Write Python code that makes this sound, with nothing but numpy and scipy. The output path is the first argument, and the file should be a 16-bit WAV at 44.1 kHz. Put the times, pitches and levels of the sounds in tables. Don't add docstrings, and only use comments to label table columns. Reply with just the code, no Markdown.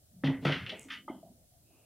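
import sys
import numpy as np
from scipy import signal
from scipy.fft import rfft, irfft
from scipy.io import wavfile
from scipy.ndimage import uniform_filter1d

SR = 44100
rng = np.random.default_rng(int(sys.argv[2]) if len(sys.argv) > 2 else 0)


def master_out(mix):
    frames = np.transpose(np.atleast_2d(mix))
    ceiling = np.clip(frames, -1, 1)
    pcm = np.round(ceiling * 32767).astype(np.int16)
    wavfile.write(sys.argv[1], SR, pcm)


N = 81585
T = np.arange(N) / SR
F = np.arange(N // 2 + 1) * SR / N + 1e-3

# [f/Hz, density level/dB]
HUM_SPECTRUM = [(15, -46), (25, -8), (102, 3.5), (290, -13.5), (459, -20), (618, -10.5), (726, -15),
                (877, -30), (2310, -31.5), (3030, -28), (6440, -25.5), (9400, -22), (15700, -25.5)]
# [f/Hz, level/dB]
HUM_SIDE_LEVELS = [(60, -4), (110, -21), (200, -12), (380, -6), (700, -2), (1290, 1.5), (2380, -1.5),
                   (4400, 3), (8120, 1.5), (15000, 0.5)]
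HUM_DB, HUM_WAVER_DB = -65.5, 2.5

# [onset t/s, level/dB, centre f/Hz, width f/Hz, swell t/s, hold t/s, t60/s]
NOISE_BANDS = [(0.11, -59.5, 170, 107, 0.015, 0.12, .1), (0.22, -52, 360, 710, 0.0296, 0.055, 0.016),
               (0.41, -52, 2300, 3400, 0.037, 0.079, .02), (0.29, -46.5, 130, 160, 0.022, 0.35, 0.14),
               (0.669, -50.5, 258, 640, 0.011, 0.074, 0.39), (1.081, -59, 2040, 140, .002, 0.012, 0.11),
               (0.837, -63, 236, 186, 0.0041, 0.29, 0.26), (1.103, -50.5, 233, 177, 0.0041, 0.051, 0.33),
               (1.082, -52, 750, 660, 0.0023, 0.023, 0.26), (1.226, -61, 207, 174, 0.005, 0.093, 0.18),
               (1.245, -58, 660, 240, 0.0033, 0.028, 0.12), (1.596, -71, 304, 230, 0.068, 0.226, 0.084),
               (1.636, -78, 2630, 680, 0.043, 0.21, .1), (1.082, -65, 3115, 470, 0.0016, 0.02, 0.34),
               (1.69, -75, 520, 900, 0.025, 0.17, 0.11), (1.515, -69, 697, 100, 0.013, 0.044, 0.16)]

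# [f/Hz, relative level/dB, attack t/s, t60/s]
TABLE_MODES = [(145, 0, .008, .075), (270, 0, .0015, .31), (188, -6, .002, .2), (335, -7, .006, .12),
               (425, -6, .003, .09), (550, -9, .001, .05), (720, -13, .001, .05), (895, -15, .001, .06)]
KNOCK_TIMES = [.236, .2804, .425, .4505, .4918, .854]
# [first listed mode level/dB, second listed mode level/dB,
# other modes level/dB, shudder level/dB, hold of the first listed mode t/s]
KNOCKS = [(-26, -23, -27, -36, .07), (-50, -25.5, -38, -42, .03), (-40, -39, -50, -50, .015),
          (-24.5, -33, -23, -33, .035), (-30, -38, -32, -38, .035), (-66, -47, -66, -66, .002)]
TABLE_WOBBLE = .1
SHUDDER_HZ, SHUDDER_WIDTH_HZ, SHUDDER_T60_S = 323, 800, 0.33

RATTLE_TIMES = [.2365, .2435, .269, .328, .4505, .464, .520, .6636, .694, .712, .885, .9024, .918, .935,
                .971]
# [first click level/dB, later clicks level/dB, centre f/Hz, width f/Hz,
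# hold t/s, t60/s]
RATTLES = [(-22, -41, 1680, 850, 0.0057, 0.03), (-24.5, -35.5, 2900, 2500, 0.0082, 0.14),
           (-36.5, -34, 2100, 1800, 0.0053, 0.031), (-32.5, -48.5, 1950, 1180, 0.0041, 0.19),
           (-19, -29, 2000, 4000, 0.0041, 0.083), (-29.5, -34, 2065, 2400, 0.016, 0.58),
           (-23, -34, 2390, 2300, 0.0097, 0.091), (-20.5, -39, 2640, 1800, 0.003, 0.067),
           (-20.5, -34.5, 3100, 2600, 0.0072, 0.04), (-54, -48, 2420, 1060, 0.0072, 0.36),
           (-37, -52.5, 2000, 2500, 0.026, 0.024), (-25.5, -39, 2390, 2270, 0.015, 0.053),
           (-33, -43, 2100, 6000, 0.021, 0.047), (-50, -44, 2450, 1800, 0.015, 0.064),
           (-44, -48.5, 3040, 540, 0.0016, 0.022)]
# [f/Hz, width f/Hz, level/dB]
BEAD_MODES = [(1188, 290, 0), (1515, 280, 1), (1947, 340, 1), (2214, 198, 1), (2490, 400, -4),
              (2842, 200, 0), (3003, 200, 1), (3540, 410, -3.5), (4160, 310, -7), (5500, 1400, -12.5),
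              (11000, 490, -10)]
CLICKS_PER_S, CLICK_SPREAD_DB = 4000, 2.5

TONE_TIMES = [.721, .7289, 1.0795, 1.08, 1.0815, 1.079, 1.097, 1.0992, 1.2295, 1.708, 1.748]
# [level/dB, starting f/Hz, t60/s]
TONES = [(-44.5, 636, 0.059), (-40.5, 636, 0.05), (-38, 1230, .045), (-39, 890, .05), (-43, 610, .05),
         (-45, 340, .05), (-47, 2130, 0.02), (-30, 301, 0.027), (-46.5, 658, 0.084), (-64, 660, 0.034),
         (-64, 330, 0.11)]
TONE_ATTACK_S, TONE_HOLD_S = .0008, .004
TONE_GLIDE = -.02
TONE_WOBBLE, TONE_STEADY_S = .6, .012

# [onset t/s, level/dB, centre f/Hz, width f/Hz, puff level/dB]
TICKS = [(0.7946, -31, 7830, 4100, -63), (0.8302, -44, 7000, 3950, -63.5)]
TICK_T60_S, PUFF_T60_S = .005, .2

ROOM_GAP_S, ROOM_T60_S = 0.0084, 0.17
SMALL_ROOM_DB, SMALL_SIDE_DB = -5, -14
BOOM_ROOM_DB, BOOM_SIDE_DB = -25, -4.5
LOW_CUT_HZ, TOP_HZ = 31, 15800


def undb(db):
    return 10 ** (np.asarray(db) / 20)


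def shape(at, attack, hold, t60):
    t = np.maximum(T - at, 0)
    rise = 1 - np.exp(-t / max(attack, 1e-4))
    return rise * undb(-60 * np.maximum(t - hold, 0) / max(t60, 1e-3))


def bell(hz, width):
    return 1 / (1 + 1j * (F / width - hz ** 2 / (F * width)))


def colour(x, gain):
    return irfft(rfft(x) * gain, N)


def curve(points):
    hz, db = np.array(points).T
    return undb(np.interp(np.log(F), np.log(hz), db))


def noise(hz, width):
    x = colour(rng.standard_normal(N), bell(hz, width) ** 3)
    return x / x.std()


def mid_side(mid, side):
    return mid + side * np.array([[1], [-1]])


def hum():
    mid = colour(rng.standard_normal(N), curve(HUM_SPECTRUM))
    side = colour(rng.standard_normal(N), curve(HUM_SPECTRUM))
    steps = np.repeat(rng.standard_normal(N // 2000 + 1), 2000)[:N]
    waver = uniform_filter1d(steps, size=2000)
    low = colour(mid, F < 900)
    mid = mid + low * (undb(HUM_WAVER_DB * waver) - 1)
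    return mid_side(mid, colour(side, curve(HUM_SIDE_LEVELS))) * undb(HUM_DB) / mid.std()


def rubbing_and_roughness():
    out = 0
    for at, db, hz, width, swell, hold, t60 in NOISE_BANDS:
        out = out + undb(db) * noise(hz, width) * shape(at, swell, hold, t60)
    return out


def table():
    out = np.zeros(N)
    shudder = noise(SHUDDER_HZ, SHUDDER_WIDTH_HZ)
    rough = [1 + TABLE_WOBBLE * noise(25, 50) for _ in TABLE_MODES]
    frequency_rank = np.argsort(np.argsort([mode[0] for mode in TABLE_MODES]))
    signs = (-1) ** frequency_rank
    for at, (first_db, second_db, other_db, shudder_db, hold) in zip(KNOCK_TIMES, KNOCKS):
        out += undb(shudder_db) * shudder * shape(at, 0.00074, 0, SHUDDER_T60_S)
        for k, (hz, db, attack, t60) in enumerate(TABLE_MODES):
            size = undb(db + (first_db, second_db, other_db)[min(k, 2)])
            envelope = shape(at, attack, hold if k == 0 else 0, t60)
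            out -= signs[k] * rough[k] * size * envelope * np.sin(2 * np.pi * hz * (T - at))
    return out


def beads():
    is_click = rng.random(N) < CLICKS_PER_S / SR
    sizes = rng.choice([-1, 1], N) * undb(CLICK_SPREAD_DB * rng.standard_normal(N))
    clicks = is_click * sizes
    clicks = clicks / clicks.std()
    ring = 0
    for k, (hz, width, db) in enumerate(BEAD_MODES):
        ring = ring + (-1) ** k * undb(db) * bell(hz, width)
    spectrum = 0
    for at, (first_db, later_db, hz, width, hold, t60) in zip(RATTLE_TIMES, RATTLES):
        later = undb(later_db) * rfft(clicks * shape(at, 0.00074, hold, t60))
        first = 2 * undb(first_db) * np.exp(-2j * np.pi * F * at)
        tint = bell(hz, width) ** 2 * np.sqrt(SR / width)
        spectrum = spectrum + (later + first) * tint
    return irfft(spectrum * ring, N)


def hollow_tones():
    wobble, out = TONE_WOBBLE * noise(88, 94), 0
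    for at, (db, hz, t60) in zip(TONE_TIMES, TONES):
        t = np.maximum(T - at, 0)
        tone = np.sin(2 * np.pi * hz * t * (1 + TONE_GLIDE * t / t60))
        unsteady = 1 + wobble * (1 - np.exp(-t / TONE_STEADY_S))
        out = out + undb(db) * shape(at, TONE_ATTACK_S, TONE_HOLD_S, t60) * tone * unsteady
    return out


def cap():
    white = rng.standard_normal(N)
    grain = np.abs(np.repeat(rng.standard_normal(N // 40 + 1), 40)[:N]) ** 1.5
    out = 0
    for at, db, hz, width, puff_db in TICKS:
        tick = undb(db) * shape(at, 0.00022, 0, TICK_T60_S)
        puff = undb(puff_db) * grain * shape(at - .03, 0.01, 0.038, PUFF_T60_S)
        out = out + colour(white * (tick + puff), 2 * bell(hz, width) ** 3)
    return out


def room(x, side_db):
    tail = rng.standard_normal((2, N)) * shape(ROOM_GAP_S, 0.0054, 0, ROOM_T60_S)
    tail = tail / np.sqrt(np.sum(tail[0] ** 2))
    mid, side = signal.fftconvolve(x[None], tail, axes=1)[:, :N]
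    return mid_side(mid, undb(side_db) * side)


def scene():
    small = rubbing_and_roughness() + beads() + cap()
    boom = table() + hollow_tones()
    small_room = undb(SMALL_ROOM_DB) * room(small, SMALL_SIDE_DB)
    boom_room = undb(BOOM_ROOM_DB) * room(boom, BOOM_SIDE_DB)
    return boom + small + small_room + boom_room + hum()


def record(dry):
    low_cut = signal.butter(2, LOW_CUT_HZ, "high", fs=SR, output="sos")
    top_cut = signal.ellip(12, .2, 90, TOP_HZ, fs=SR, output="sos")
    return signal.sosfilt(top_cut, signal.sosfilt(low_cut, dry))


dry = scene()
out = record(dry)
master_out(out)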